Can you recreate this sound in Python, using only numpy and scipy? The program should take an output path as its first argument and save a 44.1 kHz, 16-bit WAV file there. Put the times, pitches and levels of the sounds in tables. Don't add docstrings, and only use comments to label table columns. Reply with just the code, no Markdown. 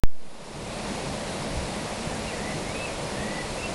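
import sys
import numpy as np
from scipy import signal
from scipy.fft import rfft, irfft
from scipy.io import wavfile

SR = 44100
rng = np.random.default_rng(int(sys.argv[2]) if len(sys.argv) > 2 else 0)


def master_out(mix):
    frames = np.transpose(np.atleast_2d(mix))
    ceiling = np.clip(frames, -1, 1)
    pcm = np.round(ceiling * 32767).astype(np.int16)
    wavfile.write(sys.argv[1], SR, pcm)


def invert_db(x):
    u = np.asarray(x, float) / 20
    return 10 ** u


N = 164934


def rms_one(x):
    return x / np.sqrt(np.mean(x ** 2) + 1e-20)


def clock():
    return np.arange(N) / SR


def drift(rate_hz):
    pole = np.exp(-80 * np.pi * rate_hz / SR)
    white = rng.standard_normal(N // 40 + 2002)
    slow = signal.lfilter([1], [1, -2 * pole, pole * pole], white)[2000:]
    return np.interp(np.arange(N) / 40, np.arange(len(slow)), rms_one(slow))


def ring(clicks, hz, t60_s):
    radius = invert_db(-60 / (t60_s * SR))
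    w = 2 * np.pi * hz / SR
    return signal.lfilter([0, np.sin(w)], [1, -2 * radius * np.cos(w), radius * radius], clicks + 1e-18)


def banded_noise(spectrum, surge, shared_db, own_db):
    hz, db = np.transpose(spectrum)
    edges_hz = hz[0] * 2 ** np.arange(0, np.log2(hz[-1] / hz[0]) + 1 / 3, 1 / 3)
    edges_hz = edges_hz[edges_hz < 0.4 * SR]
    white = rng.standard_normal((2, N))
    out = 0
    for k, (low_hz, high_hz) in enumerate(zip(edges_hz, edges_hz[1:])):
        band_pass = signal.butter(2, [low_hz, high_hz], "band", fs=SR, output="sos")
        band = signal.sosfilt(band_pass, white[k % 2])
        level_db = np.interp(np.log(low_hz * high_hz) / 2, np.log(hz), db)
        out = out + band * invert_db(level_db + shared_db * surge + own_db * drift(7.3))
    return rms_one(out)


def grains(per_s, low_hz, high_hz, cycles, spread_db):
    sizes = invert_db(spread_db * np.minimum(rng.exponential(1, N), 4)) * rng.choice([-1, 1], N)
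    clicks = sizes * (rng.random(N) < per_s / SR)
    pitch_index = rng.integers(0, 16, N)
    out = 0
    for k, hz in enumerate(np.geomspace(low_hz, high_hz, num=16)):
        out = out + ring(clicks * (pitch_index == k), hz, cycles / hz)
    return rms_one(out)


def roar(surge):
    # frequency in Hz, density in dB per Hz.
    roar_spectrum = [(12, -32), (20, 2), (93, -3.5), (124, -3), (151, -8), (206, -0.5), (251, -11),
                     (545, -0.5), (1500, -16.5), (1950, -67), (3300, -120)]
    return invert_db(-35) * banded_noise(roar_spectrum, surge, shared_db=0.2, own_db=0.44)


def spray(surge):
    # frequency in Hz, density in dB per Hz.
    spray_spectrum = [(900, -14), (1300, -8), (2310, 0), (2950, -7), (4290, -3.5), (5530, -9),
                      (9900, -10.5), (14000, -11.5)]
    return invert_db(-38.12) * banded_noise(spray_spectrum, surge, shared_db=0.43, own_db=0.66)


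def hollows():
    # frequency in Hz, width in Hz, level in dB.
    resonances = [(208, 23, -42), (582, 200, -44.5), (146, 17, -47), (307, 52, -46.5), (980, 260, -46),
                  (810, 170, -48)]
    out = 0
    for hz, width_hz, db in resonances:
        tone = rms_one(ring(rng.standard_normal(N), hz, 2.6 / width_hz))
        out = out + invert_db(db + 1.35 * drift(7.7)) * tone
    return out


def bubbles():
    gurgle = grains(per_s=90, low_hz=145.4, high_hz=1070, cycles=16, spread_db=0.0)
    fizz = grains(per_s=2500, low_hz=1600, high_hz=9000, cycles=4.2, spread_db=-1.0)
    return invert_db(-41) * gurgle + invert_db(-45.5) * fizz


def water():
    surge = 0.25 * drift(3.3) + 0.26 * drift(25.0)
    return roar(surge) + spray(surge) + hollows() + bubbles()


def gusts():
    # start in seconds, length in seconds, level in dB.
    gust_events = [
        (0.543, 0.23, -36),
        (1.031, .12, -37),
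        (1.484, 0.21, -33),
        (2.05, 0.32, -38.5),
        (2.51, 0.27, -43),
        (3.147, 0.11, -36.5),
    ]
    band_pass = signal.butter(2, [18, 168], "band", fs=SR, output="sos")
    rumble = rms_one(signal.sosfilt(band_pass, rng.standard_normal(N)))
    shape = 0
    for start_s, length_s, db in gust_events:
        u = np.clip((clock() - start_s) / length_s, 0, 1)
        shape = shape + invert_db(db) * np.sin(np.pi * u ** 0.77)
    return shape * rumble


def slops_and_bumps():
    # start in seconds, pitch in Hz, peak level in dB, t60 in seconds.
    slop_and_bump_events = [
        (1.35, 195, -29, .12),
        (1.51, 28, -26, .3),
        (1.865, 208, -26, .12),
        (2.98, 203, -28, .12),
        (3.46, 26, -28, .2),
    ]
    out = 0
    for start_s, hz, db, t60_s in slop_and_bump_events:
        t = np.maximum(clock() - start_s, 0)
        swell = 1 - np.exp(-t * hz / 1.3)
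        out = out + invert_db(db - 60 * t / t60_s) * swell * np.sin(2 * np.pi * hz * t)
    return out


def bird():
    # time in seconds, pitch in Hz, level in dB.
    low_notes = [
        [(2.266, 2880, -52), (2.276, 2840, -41), (2.287, 2770, -40), (2.3, 2550, -46), (2.32, 2280, -45),
         (2.336, 1970, -41), (2.346, 1930, -41), (2.355, 1900, -52)],
        [(2.355, 1860, -52), (2.385, 1820, -47), (2.42, 1870, -46), (2.45, 1970, -42), (2.51, 2030, -40),
         (2.54, 1990, -41), (2.547, 1980, -54)],
        [(3.145, 1720, -52), (3.158, 1750, -46), (3.2, 1830, -44), (3.255, 1900, -43), (3.31, 1960, -41),
         (3.38, 1985, -40), (3.425, 1955, -41), (3.445, 1850, -50)],
    ]
    high_notes = [
        [(2.664, 2120, -52), (2.685, 2130, -41), (2.72, 2320, -44), (2.74, 2470, -48), (2.752, 2510, -38),
         (2.776, 2550, -38), (2.787, 2580, -49), (2.8, 2605, -37), (2.86, 2645, -35)],
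        [(2.86, 2600, -44), (2.895, 2420, -47), (2.91, 2430, -53), (2.93, 2500, -47), (2.96, 2580, -55)],
        [(3.55, 2370, -55), (3.578, 2570, -46), (3.592, 2700, -41), (3.602, 2780, -40), (3.614, 2690, -46)],
        [(3.612, 2510, -46), (3.625, 2630, -42), (3.638, 2730, -35), (3.665, 2720, -36), (3.672, 2680, -50)],
    ]
    # tremble rate in Hz, depth 0-1, pitch swing in Hz, time of one dip in seconds.
    trembles = [(35, .35, 20, 2.298), (67, .6, 40, 2.53), (38.3, .6, 30, 3.352), (45, .15, 8, 2.845),
                (30, .1, 0, 2.9), (30, .1, 0, 3.6), (30, .1, 0, 3.6)]
    t = clock()
    out = 0
    for note, (rate_hz, depth, swing_hz, dip_s) in zip([*low_notes, *high_notes], trembles):
        note_s, note_hz, note_db = np.transpose(note)
        turn = 2 * np.pi * rate_hz * (t - dip_s)
        pitch_hz = np.interp(t, note_s, note_hz) - swing_hz * np.sin(turn) + 16 * drift(40.0)
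        level = invert_db(np.interp(t, note_s, note_db) + 1.2 * drift(45.0))
        level = level * (1 - depth * np.cos(turn))
        level = level * (t > note_s[0]) * (t < note_s[-1])
        out = out + np.sqrt(2) * level * np.sin(2 * np.pi * np.cumsum(pitch_hz) / SR)
    lag = int(0.047 * SR)
    return out + invert_db(-18) * np.r_[np.zeros(lag), out[:-lag]]


def axle():
    # start in seconds, length in seconds, pitch in Hz, level in dB.
    squeaks = [
        (2.12, .026, 1810, -42),
        (2.152, .028, 1660, -43),
        (3.01, .04, 2500, -48),
        (3.055, .04, 2450, -45),
        (3.18, .04, 2620, -45),
    ]
    sag = 0.04
    out = 0
    for start_s, length_s, hz, db in squeaks:
        u = np.clip((clock() - start_s) / length_s, 0, 1)
        cycles = hz * length_s * (u - sag * u * u / 2)
        out = out + invert_db(db + 2) * np.sin(np.pi * u) * np.sin(2 * np.pi * cycles)
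    return out


def switch_on_thump(on_s):
    slow = 0.33 * np.exp(-on_s / 0.1)
    fast = (0.095 + 28 * on_s) * np.exp(-on_s / 0.012)
    return slow + fast


def camera_gain_db():
    # time in seconds, gain in dB.
    gain_curve = [(.036, -28), (.12, -23.5), (.24, -16.5), (.46, -9.5), (.72, -3), (.9, -0.1), (1.1, -0.8),
                  (2.2, -0.5), (3.74, -0.45)]
    return np.interp(clock(), *np.transpose(gain_curve))


def camera_whine(gain_db):
    # frequency in Hz, rms level in dB.
    whine_tones = [(4942, -65), (9884, -67.5)]
    tones = sum(np.sqrt(2) * invert_db(db) * np.sin(2 * np.pi * hz * clock()) for hz, db in whine_tones)
    return tones * invert_db(0.26 * gain_db)


def camera_hiss():
    return invert_db(-64) * rng.standard_normal(N)


def half_rate(x):
    # frequency in Hz, gain in dB.
    smoothing = [(9800, 0), (10500, -1.5), (11025, -6), (11500, -13), (12000, -23), (12380, -37),
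                 (12440, -80)]
    hz = np.fft.rfftfreq(N, 1 / SR)
    below_mirror = irfft(rfft(x) * (hz < SR / 4), N)
    kept = below_mirror * (np.arange(N) % 2 == 0) * 2
    response = invert_db(np.interp(hz, *np.transpose(smoothing))) * (hz < smoothing[-1][0])
    return irfft(rfft(kept) * response, N)


def top_cut(x):
    hz = np.fft.rfftfreq(N, 1 / SR)
    return irfft(rfft(x) * np.clip((16900 - hz) / 1500, 0, 1), N)


def scene():
    return (water() + gusts() + slops_and_bumps() + bird() + axle())[None]


def low_pass(x):
    return signal.sosfilt(signal.butter(12, 16900, fs=SR, output="sos"), x)


def record(dry):
    gain_db = camera_gain_db()
    x = half_rate(dry * invert_db(gain_db) + camera_whine(gain_db) + camera_hiss())
    since_on_s = clock() - 1600.5 / 44100
    x = x + switch_on_thump(np.maximum(since_on_s, 0))
    x = x * np.clip(since_on_s * SR + 0.5, 0, 1)
    return low_pass(top_cut(x))


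dry = scene()
out = record(dry)
master_out(out)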